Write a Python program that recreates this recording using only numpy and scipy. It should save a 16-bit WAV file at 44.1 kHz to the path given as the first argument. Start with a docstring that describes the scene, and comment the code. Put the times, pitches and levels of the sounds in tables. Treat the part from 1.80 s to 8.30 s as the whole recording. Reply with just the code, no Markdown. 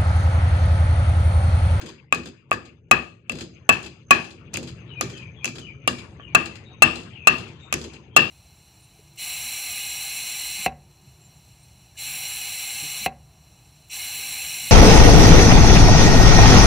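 """In an open yard a wooden pestle pounds chopped roots in a stone mortar that stands on wooden slats.
Each blow rings the bowl as fading sine tones, crushes the roots in sprays of clicks and shakes the slats;
small rebounds follow. Birds peep as gliding tones, and an insect trills far off over a low rumble of noise.
Two microphone ports of unlike colour listen close by and overload on hard blows."""
import sys
import numpy as np
from scipy import signal
from scipy.io import wavfile
from scipy.ndimage import uniform_filter1d

SR = 44100
rng = np.random.default_rng(int(sys.argv[2]) if len(sys.argv) > 2 else 0)


def natural_amplitude(level_db):
    """Convert a level in decibels to a linear amplitude factor, elementwise."""
    exponent = np.asarray(level_db, float) / 20
    return 10 ** exponent


def store_pcm(level_fs):
    """Save levels as 16-bit WAV."""
    pcm = np.round(np.clip(level_fs, -1, 1) * 32767).astype(np.int16)
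    wavfile.write(sys.argv[1], SR, np.atleast_2d(pcm).T)


N = 286650   # length in samples

# Levels in the tables are relative: each sound's function may add an overall gain.
# slow background levels: t/s, rumble level/dB, yard murmur level/dB, insect level/dB
AMBIENCE = [(0, -47.5, -43, -61.5), (0.35, -56, -68, -100), (0.801, -53.5, -62.5, -93),
            (1.2, -51.5, -77, -82), (1.451, -53, -65, -92), (1.65, -49.5, -57, -79.5),
            (2.1, -50.5, -60.5, -73.5), (2.449, -49.5, -65, -73.5), (2.75, -41.5, -54, -83.5),
            (3.3, -43, -51, -74), (3.75, -45.5, -57, -73), (4.2, -42.5, -58, -81), (4.7, -45, -55, -77),
            (5.2, -46, -55, -78.5), (5.65, -45, -54, -78.5), (6.1, -49.5, -51, -82), (6.5, -43, -64, -84)]
# colour of the far rumble: f/Hz, level per Hz/dB
RUMBLE_COLOUR = [(18, -41), (30, -24), (74, 5), (130, 9.5), (241, -5.5), (278, -6.5), (353, -4.5),
                 (700, -22.5), (910, -58.5), (1540, -120)]
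# colour of the yard murmur: f/Hz, level per Hz/dB
MURMUR_COLOUR = [(350, -18.5), (600, -10.5), (733, 1), (1340, -1.5), (2000, -10), (2630, 0), (4460, -18),
                 (4870, -36.5), (5950, -37), (6490, -19.5), (12000, -45), (15600, -80.5), (22000, -120)]
# left-right balance of rumble and murmur: f/Hz, left minus right/dB
BACKGROUND_LEAN = [(60, 6), (110, 1), (200, 2), (380, 5.5), (700, 5), (1290, 11.5), (2380, 22), (4400, -7),
                   (8120, -8.5), (15000, 1)]
# how alike rumble and murmur are at the two ports: f/Hz, likeness (1 same, 0 unrelated, -1 opposite)
LIKENESS = [(60, 0.98), (130, 0.94), (290, 1), (640, 0.76), (1410, 0.63), (3100, -0.47), (6820, 0.18),
            (15000, -0.05)]
# a low hum swells and fades: t/s, level/dB
HUM = [(0, -66.5), (2.498, -63), (2.9, -44.5), (3.3, -47), (3.8, -54), (4.3, -62.5), (6.5, -74.5)]
# bird peeps: t/s, length/s, first f/Hz, f approached at the end/Hz, level/dB
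PEEPS = [(0.148, 0.15, 2600, 1980, -67.5), (3.084, 0.045, 4020, 3720, -61),
         (3.093, 0.069, 3200, 2800, -46.5), (3.132, 0.16, 2610, 2325, -42.5),
         (3.319, 0.077, 3390, 2975, -50.5), (3.349, .17, 2705, 2330, -46), (3.56, 0.07, 3390, 3300, -53.5),
         (3.6, 0.13, 2492, 2350, -45), (3.809, 0.084, 3150, 2850, -47), (3.863, 0.069, 2600, 2286, -42.5),
         (4.092, .14, 2500, 2300, -48), (4.403, 0.093, 3250, 2750, -49.5), (4.467, .09, 2550, 2300, -50),
         (4.849, 0.045, 3760, 3750, -53.5), (5.327, 0.16, 3225, 2380, -45), (5.799, 0.06, 3760, 3660, -55),
         (5.809, 0.07, 7450, 7350, -67), (6.308, 0.19, 3180, 3260, -56)]
# yard echoes: f/Hz, time to fall 60 dB/s, left level/dB, right level/dB
YARD = [(100, 0.21, -23, -26), (305, 0.45, -11.5, -10.5), (1070, 0.38, -14, -25), (2600, 0.33, -16, -9),
        (4640, 0.48, -9, -8), (8400, 0.58, -15, -20), (14200, 0.58, -32.5, -25.5)]
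# the mortar settles back on the slats: t/s, rattle level/dB, slat thud level/dB
REBOUNDS = [(0.012, -22, -30), (0.059, -23.5, -62), (0.0874, -25.5, -51.5), (0.38, -39.5, -39.5),
            (0.4325, -34, -39), (0.456, -22.5, -51), (0.852, -30.5, -44.5), (1.5522, -26, -37.5),
            (1.5846, -23.5, -42.5), (1.6068, -17.5, -42), (2.028, -20.5, -37), (2.0606, -29, -65.5),
            (2.4428, -26.5, -46), (2.5045, -28, -42.5), (2.828, -23, -53), (2.873, -22, -56),
            (3.297, -24, -39.5), (3.3714, -27, -51.5), (3.7533, -27, -36.5), (3.7815, -26, -49),
            (4.183, -25, -43), (4.656, -19.5, -36), (4.7533, -28, -51.5), (5.155, -19, -31.5),
            (5.199, -34, -57), (5.232, -33, -50), (5.581, -18.5, -33), (5.679, -33, -46),
            (5.985, -34.5, -51), (6.0128, -21, -43), (6.0387, -26.5, -36), (6.133, -26, -43.5)]
# the pestle crushes roots as it lands, often twice:
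# t/s, rattle level/dB, crack level/dB, slat thud level/dB, lean/dB (twice the left minus right heard)
CRUSHES = [(0.3245, -15.5, -33, -27, 9), (0.3464, -25, -41.5, -45.5, -6), (0.7113, -21.5, -40, -27, 7),
           (0.7283, -22.5, -44.5, -53, 6), (1.1113, -15, -26, -19.5, 16), (1.4952, -20.5, -41.5, -28, 1),
           (1.519, -28.5, -48.5, -57, 6), (1.8906, -25, -23, -21.5, 16), (1.922, -15, -66, -56, 11),
           (2.3072, -8.5, -23, -21, 19), (2.733, -27.5, -64, -49.5, 16), (2.74, -16.5, -39, -32.5, -11),
           (2.7708, -24.5, -38.5, -30.5, -1), (3.2104, -13, -33, -25, -3), (3.635, -35, -76, -55.5, -2),
           (3.6444, -24, -40, -53, -16), (3.6549, -14.5, -36.5, -32, -3.5), (4.0754, -8, -26.5, -25, 1),
           (4.5483, -22, -27, -23, -0.5), (5.0227, -14, -23.5, -19.5, -4.5), (5.4717, -20, -25.5, -24, 3),
           (5.926, -11, -32, -25.5, -1.5), (5.9399, -56, -34, -61, -10.5), (6.3637, -8, -18.5, -18, 11)]
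# what rattles on the slats: f/Hz, width/Hz, left level/dB, right level/dB
RATTLE = [(835, 760, -6, -12), (1650, 750, -4.5, -13), (2600, 440, 1, -22.5), (3300, 550, 0.5, -7),
          (4114, 250, 2, -11), (4847, 450, -1, -2), (6930, 1560, -9, -5), (9660, 1100, -22, -20.5),
          (12000, 2300, -27, -25.5)]
# ringing tones (modes) of the slats: f/Hz, level/dB, time to fall 60 dB/s
SLATS = [(74, -12.5, 0.36), (114, -9, 0.088), (154, -3.5, 0.098), (189.6, -1.5, 0.1), (245, 0.5, 0.12),
         (287.2, -4, 0.077), (334.3, -1, 0.13), (383.5, 0, 0.066), (446.7, -6.5, 0.082), (512, -0.5, 0.015)]
# crunch colour at each port: f/Hz, left level per Hz/dB, right level per Hz/dB
GRIT = [(304, 12, -3.5), (1030, 1, -12), (1890, 4.5, 9.5), (2600, 14, -14.5), (3500, -11, -5.5),
        (4915, -22, -7), (6880, -14.5, 10), (9050, -9.5, -1), (13800, -8, -12.5), (15000, -27.5, -51)]
# buzz of the rocking mortar: low f/Hz, high f/Hz, level/dB, time to fall 60 dB/s, left minus right/dB
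BUZZ = [(630, 1280, 3, 0.28, 2.5), (1110, 1230, 9.5, .17, 3.5), (1570, 1820, 10.5, 0.22, 9)]
# pestle blows: t/s, stone ring level/dB, low knock level/dB, high knock level/dB, ring f/Hz
BLOWS = [(0.3254, -15.5, -27, -24.5, 2530), (0.7155, -22.5, -28.5, -23, 2576),
         (1.1132, -6, -21, -12.5, 2570), (1.4967, -27.5, -63, -42.5, 2684),
         (1.8926, -6.5, -13.5, -23, 2615), (2.3086, -3, -11.5, -21.5, 2528), (2.7436, -37, -63, -64, 2620),
         (2.7583, -31.5, -69, -51, 2710), (3.2103, -35, -51, -32, 2590), (3.6448, -26, -61, -46, 2630),
         (3.678, -34.5, -60.5, -50.5, 2600), (4.0768, -20, -32, -25, 2777), (4.398, -66, -48.5, -58, 2530),
         (4.5494, -5, -26, -14.5, 2630), (5.0216, 0.5, -29.5, -11, 2670),
         (5.4722, -3.5, -26.5, -12.5, 2670), (5.9264, -30.5, -46, -33, 2610),
         (6.3648, 1.5, -23, -10.5, 2700)]
# modes of the stone bowl: multiple of ring f, level/dB, time to fall 60 dB/s
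MORTAR = [(0.949, -1.5, 0.017), (0.999, 2.5, 0.037), (1.024, -16.5, 0.063), (1.2, -25.5, 0.035),
          (1.551, -12.5, 0.0081)]
# modes of pestle and hollow, the first two being the low and high knock:
# f/Hz, level/dB, time to fall 60 dB/s, left minus right/dB
KNOCK = [(1132.6, -1, 0.089, -7), (1212, 4.5, 0.042, 4), (430, -17, 0.0067, -5.5), (677.6, -13, 0.056, 3.5),
         (769, -2, 0.02, 2), (887, 1.5, 0.0069, -11), (1410, -10.5, 0.044, -6), (1633, -13.5, 0.067, 9.5),
         (1733, -6, 0.032, 8), (1885, -16, 0.16, 5.5), (2100, -20.5, .03, 7.5)]
# where the noise suppressor bites, halving a steady bin: f/Hz, level per bin/dB
HUSH = [(300, -110), (700, -75.5), (2000, -88.5), (5000, -90), (10000, -95), (15000, -97.5)]
EDGES_HZ = 28 * 2 ** np.arange(0, 9.4, 1 / 3)   # edges of third-octave bands

# after each hard blow the murmur swells and the rumble dips slightly
HARD_BLOW_DB, SWELL_PEAK_S, RUMBLE_SWELL_DB, MURMUR_SWELL_DB = -26, 0.15, -1, 8
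INSECT_HZ, INSECT_WIDTH_HZ, TRILL_PER_S = 6290, 67, 60
REBOUND_CRACK_DB = -45   # crack level relative to the rattle
REBOUND_LEAN_DB = 3      # twice the left minus right heard
RATTLE_T60_S = 0.15
SLAT_SPREAD = 0.3        # size of the shaking that differs between the ports; the shared part is 1
BUZZ_BUILD_S = 0.019     # the buzz builds up while the clean ring fades
RING_BUZZ_DB, RING_BUZZ_T60_S, RING_BUZZ_WIDTH_HZ = -8.5, 0.18, 130   # rough ring near each blow's pitch
RING_LEAN_DB = 22.5      # the ring is louder at the left port
LEFT_LAG = 10            # samples


def rms_one(x):
    """Scales a sound to an average strength (rms) of 1."""
    return x / np.sqrt(np.mean(x ** 2) + 1e-20)


def at_hz(points, hz):
    """Reads the columns of a table at any frequency, on a log-frequency axis."""
    f, *columns = np.transpose(points)
    return np.array([np.interp(np.log(hz), np.log(f), c) for c in columns])


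def drift(rate_hz):
    """Slow random wandering around 0 with spread 1: smoothed noise, 60 points a second."""
    knots = rng.standard_normal(int(N / SR * 60) + 3)
    r = np.exp(-2 * np.pi * min(rate_hz, 25) / 60)
    # run the noise twice and keep the second pass, so the smoother has settled
    slow = signal.lfilter([1], [1, -r], np.r_[knots, knots])[len(knots):]
    return np.interp(np.arange(N) / SR * 60, np.arange(len(slow)), rms_one(slow))


def train(times, db):
    """One click of the given level at each time."""
    out = np.full(N, 1e-18)
    np.add.at(out, np.round(np.asarray(times) * SR).astype(int), natural_amplitude(db))
    return out


def dying(clicks, t60):
    """Each click starts an envelope that falls 60 dB in t60 seconds."""
    return signal.lfilter([1], [1, -natural_amplitude(-60 / (t60 * SR))], clicks)


def bands(white):
    """Third-octave bands with their centres; neighbours come from unrelated noise."""
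    for k, (low, high) in enumerate(zip(EDGES_HZ, EDGES_HZ[1:])):
        sos = signal.butter(2, [low, high], "band", fs=SR, output="sos")
        yield np.sqrt(low * high), signal.sosfilt(sos, white[k % 2])


def sides(lean_db):
    """Left and right gains for a left minus right difference in dB."""
    return natural_amplitude(np.array([[lean_db], [-lean_db]]) / 2)


def grains(per_s):
    """Two unrelated stereo sprays of uneven clicks."""
    sizes = natural_amplitude(6.0 * np.minimum(rng.exponential(1, (2, 2, N)), 4))
    sizes = sizes * rng.choice([-1, 1], (2, 2, N))
    return rms_one(sizes * (rng.random((2, 2, N)) < per_s / SR))


def background(rumble_db, murmur_db):
    """Far rumble and a faint patchy murmur: noise bands that are partly alike at the two ports."""
    rumble = murmur = 0
    for hz, (mid, side) in bands(rng.standard_normal((2, 2, N))):
        alike = np.clip(at_hz(LIKENESS, hz), -1, 1)
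        pair = np.sqrt(1 + alike) * mid + np.sqrt(1 - alike) * side * [[1], [-1]]
        pair = pair * sides(at_hz(BACKGROUND_LEAN, hz)[0])
        rumble = rumble + natural_amplitude(at_hz(RUMBLE_COLOUR, hz)) * pair
        murmur = murmur + natural_amplitude(at_hz(MURMUR_COLOUR, hz) + 5.2 * drift(10)) * pair
    return natural_amplitude(rumble_db) * rms_one(rumble) + natural_amplitude(murmur_db) * rms_one(murmur)


def swell():
    """A hump of height 1 that peaks shortly after every hard blow."""
    t = np.arange(N) / SR
    ages = [np.maximum(t - s, 0) / SWELL_PEAK_S for s, ring_db, *_ in BLOWS if ring_db > HARD_BLOW_DB]
    return sum((u * np.exp(1 - u)) ** 3.3 for u in ages)


def hum():
    """A low wavering drone: a narrow band of noise."""
    level_db = np.interp(np.arange(N) / SR, *np.transpose(HUM))
    sos = signal.butter(2, [118, 136], "band", fs=SR, output="sos")
    drone = signal.sosfilt(sos, rng.standard_normal(N))
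    return natural_amplitude(level_db) * rms_one(drone)


def insect(level_db):
    """A thin noisy whistle that trills: narrow noise with a fast regular beat and a wandering level."""
    edges = [INSECT_HZ - INSECT_WIDTH_HZ / 2, INSECT_HZ + INSECT_WIDTH_HZ / 2]
    sos = signal.butter(2, edges, "band", fs=SR, output="sos")
    tone = signal.sosfilt(sos, rng.standard_normal(N))
    trill = 1 + 0.5 * np.sin(2 * np.pi * TRILL_PER_S * np.arange(N) / SR)
    return natural_amplitude(level_db + 5.0 * drift(5)) * rms_one(tone * trill) * sides(-8.5)


def birds():
    """Rough, mostly falling peeps that glide quickly at first and flatten out, blurred by distance."""
    out = np.zeros(N)
    for s, length, first_hz, last_hz, level_db in PEEPS:
        u = np.linspace(0, 1, int(length * SR))
        hz = last_hz + (first_hz - last_hz) * np.exp(-2.5 * u)
        tone = np.sin(2 * np.pi * np.cumsum(hz) / SR)
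        at = round(s * SR)
        out[at:at + len(u)] += natural_amplitude(level_db) * np.sin(np.pi * u) ** 0.56 * tone
    sos = signal.butter(2, 100, fs=SR, output="sos")
    flutter = signal.sosfilt(sos, rng.standard_normal((2, N)))
    rough = 0.7 + 0.67 * rms_one(flutter)
    return out * rough * sides(15.5)


def yard(x):
    """Scattered echoes off walls and ground: each port hears a noise tail that dies band by band."""
    t = np.arange(int(0.7 * SR)) / SR
    tail = 0
    for hz, band in bands(rng.standard_normal((2, 2, len(t)))):
        t60, *level_db = at_hz(YARD, hz)
        tail = tail + natural_amplitude(np.array(level_db)[:, None] - 60 * t / t60) * band
    tail = tail * (1 - np.exp(-(t / 0.0018) ** 2)) * natural_amplitude(-30.5)    # the first echoes need time to return
    return signal.fftconvolve(x, tail, axes=1)[:, :N]


def jolts():
    """Crushes and rebounds as columns: t/s, rattle level/dB, crack level/dB, thud level/dB, lean/dB."""
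    soft = [(s, db, db + REBOUND_CRACK_DB, thud_db, REBOUND_LEAN_DB) for s, db, thud_db in REBOUNDS]
    return np.transpose(CRUSHES + soft)


def rattle():
    """Every jolt leaves a dense rattle: a spray of clicks heard through a few broad resonances."""
    envelope, t = np.full((2, N), 1e-18), np.arange(int(0.5 * SR)) / SR
    for s, rattle_db, _, _, lean_db in jolts().T:
        at = round(s * SR)
        decay = natural_amplitude(rattle_db - 60 * t / RATTLE_T60_S)
        onset = (1 - np.exp(-t / 0.00044)) * (1 + 0.28 * np.exp(-t / 0.002))
        envelope[:, at:at + len(t)] += (sides(lean_db / 2) * decay * onset)[:, :N - at]
    excite, out = grains(6500) * envelope * natural_amplitude(1.6 * drift(22)), 0
    for k, (hz, width_hz, *level_db) in enumerate(RATTLE):
        sos = signal.butter(2, [hz - width_hz / 2, hz + width_hz / 2], "band", fs=SR, output="sos")
        out = out + natural_amplitude(np.array(level_db))[:, None] * signal.sosfilt(sos, excite[k % 2])
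    return natural_amplitude(-5.5) * out


def slats():
    """Blows and rebounds shake the loose slats: a swell of rattling noise pushes into their low modes."""
    s, _, _, thud_db, _ = jolts()
    push = train(s, thud_db)
    noise = rng.standard_normal((2, 1, N)) + SLAT_SPREAD * rng.standard_normal((2, 2, N))
    shake = (dying(push, 0.28) - dying(push, 0.086)) * noise
    out = 0
    for k, (hz, mode_db, t60) in enumerate(SLATS):
        r, w = natural_amplitude(-60 / (t60 * SR)), 2 * np.pi * hz / SR
        ringing = signal.lfilter([0, np.sin(w)], [1, -2 * r * np.cos(w), r * r], shake[k % 2])
        out = out + natural_amplitude(mode_db) * ringing
    sos = signal.butter(2, 65, "high", fs=SR, output="sos")
    return natural_amplitude(-28) * signal.sosfilt(sos, out) * sides(0.96)


def roots():
    """Fibres snap under the pestle in a short bright crack: a dense burst of clicks, coloured by band."""
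    s, _, crack_db, _, lean_db = jolts()
    starts = np.array([train(s, crack_db + lean_db / 4), train(s, crack_db - lean_db / 4)])
    excite = grains(9800) * (dying(starts, 0.012) + natural_amplitude(-18) * dying(starts, 0.024))
    crunch = sum(natural_amplitude(at_hz(GRIT, hz))[:, None] * band for hz, band in bands(excite) if hz > 250)
    return natural_amplitude(18.5) * crunch


def chatter():
    """Blows rock the mortar on the wood; the buzz keeps re-exciting its resonances, so they ring rough."""
    s, ring_db, low_db, high_db, ring_hz = np.transpose(BLOWS)
    knock_db, out = np.maximum(low_db, high_db), 0
    for low_hz, high_hz, level_db, t60, lean_db in BUZZ:
        kicks = train(s, level_db + knock_db)
        spray, _ = grains(6000)
        buzz = spray * (dying(kicks, t60) - dying(kicks, BUZZ_BUILD_S))
        sos = signal.butter(2, [low_hz, high_hz], "band", fs=SR, output="sos")
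        out = out + sides(lean_db) * signal.sosfilt(sos, buzz)
    # rough ring: a tone at the latest blow's pitch, made unsteady by slow noise
    kicks = train(s, ring_db + RING_BUZZ_DB)
    latest = np.maximum(np.searchsorted(s, np.arange(N) / SR) - 1, 0)
    tone = np.sin(2 * np.pi * np.cumsum(ring_hz[latest]) / SR)
    sos = signal.butter(2, RING_BUZZ_WIDTH_HZ / 2, fs=SR, output="sos")
    rough = rms_one(signal.sosfilt(sos, rng.standard_normal((2, N))))
    envelope = dying(kicks, RING_BUZZ_T60_S) - dying(kicks, BUZZ_BUILD_S)
    return out + sides(15.3) * tone * rough * envelope


def mortar():
    """Each blow sets all modes of bowl and pestle ringing; the weaker ones vary in strength by chance."""
    out, t = np.zeros((2, N)), np.arange(int(0.4 * SR)) / SR
    contact = 1 - np.exp(-t / 0.0002)    # the contact lasts a fraction of a millisecond
    luck_db = 2.0 * rng.standard_normal((len(BLOWS), len(MORTAR) + len(KNOCK)))
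    for (s, ring_db, low_db, high_db, ring_hz), dice_db in zip(BLOWS, luck_db):
        modes = [(k * ring_hz, ring_db + 1.5 + db, db < 0, t60, RING_LEAN_DB) for k, db, t60 in MORTAR]
        # the modes after the two knocks follow the stronger knock
        knock_levels = [low_db, high_db] + [max(low_db, high_db)] * len(KNOCK)
        for blow_db, (hz, db, t60, lean_db) in zip(knock_levels, KNOCK):
            modes.append((hz, blow_db + 9.5 + db, db < 0, t60, lean_db))
        sound = 0
        for (hz, db, weak, t60, lean_db), chance_db in zip(modes, dice_db):
            decay = natural_amplitude(db + weak * chance_db - 60 * t / t60)
            sound = sound + sides(lean_db) * decay * np.sin(2 * np.pi * hz * t)
        at = round(s * SR)
        out[:, at:at + len(t)] -= (sound * contact)[:, :N - at]
    return out


def scene():
    """Adds up the near sounds, the birds, their echoes and the background."""
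    s, *columns = np.transpose(AMBIENCE)
    rumble_db, murmur_db, insect_db = [np.interp(np.arange(N) / SR, s, c) for c in columns]
    near = mortar() + chatter() + roots() + rattle() + slats()
    near[0] = np.r_[np.zeros(LEFT_LAG), near[0, :-LEFT_LAG]]    # the left port is a little farther away
    calls, hump = birds(), swell()
    far = background(rumble_db + RUMBLE_SWELL_DB * hump, murmur_db + MURMUR_SWELL_DB * hump)
    echoes = yard(near + natural_amplitude(11.5) * calls)
    return near + calls + echoes + insect(insect_db) + hum() + far


def suppressor(x):
    """Turns down bins that sink towards the threshold, so tails end early and the quiet has holes."""
    hz, _, bins = signal.stft(x, SR, nperseg=1024)
    power = uniform_filter1d(np.abs(bins) ** 2, size=3, axis=2)
    power = uniform_filter1d(power, size=3, axis=1)
    threshold = natural_amplitude(2 * at_hz(HUSH, hz + 1)[0])[:, None]    # doubled dB turns level into power
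    gain = np.maximum(power / (power + threshold), natural_amplitude(-31))
    return signal.istft(bins * gain, SR, nperseg=1024)[1][:, :N]


def roll_off(x):
    """The treble ends steeply here."""
    return signal.sosfilt(signal.butter(12, 15630, fs=SR, output="sos"), x)


def record(dry):
    """Hard blows overload with flat tops; the deepest bass and highest treble are cut, faint sound is hushed."""
    top = 0.84    # overload level, full scale is 1
    flat = dry / (1 + np.abs(dry / top) ** 12) ** (1 / 12)
    no_bass = signal.sosfilt(signal.butter(3, 52, "high", fs=SR, output="sos"), flat)
    hushed = suppressor(no_bass)
    mix = signal.sosfilt(signal.butter(8, 14200, fs=SR, output="sos"), hushed)
    mix = np.clip(mix, -1, 1)
    return roll_off(mix)


dry = scene()
out = record(dry)
store_pcm(out)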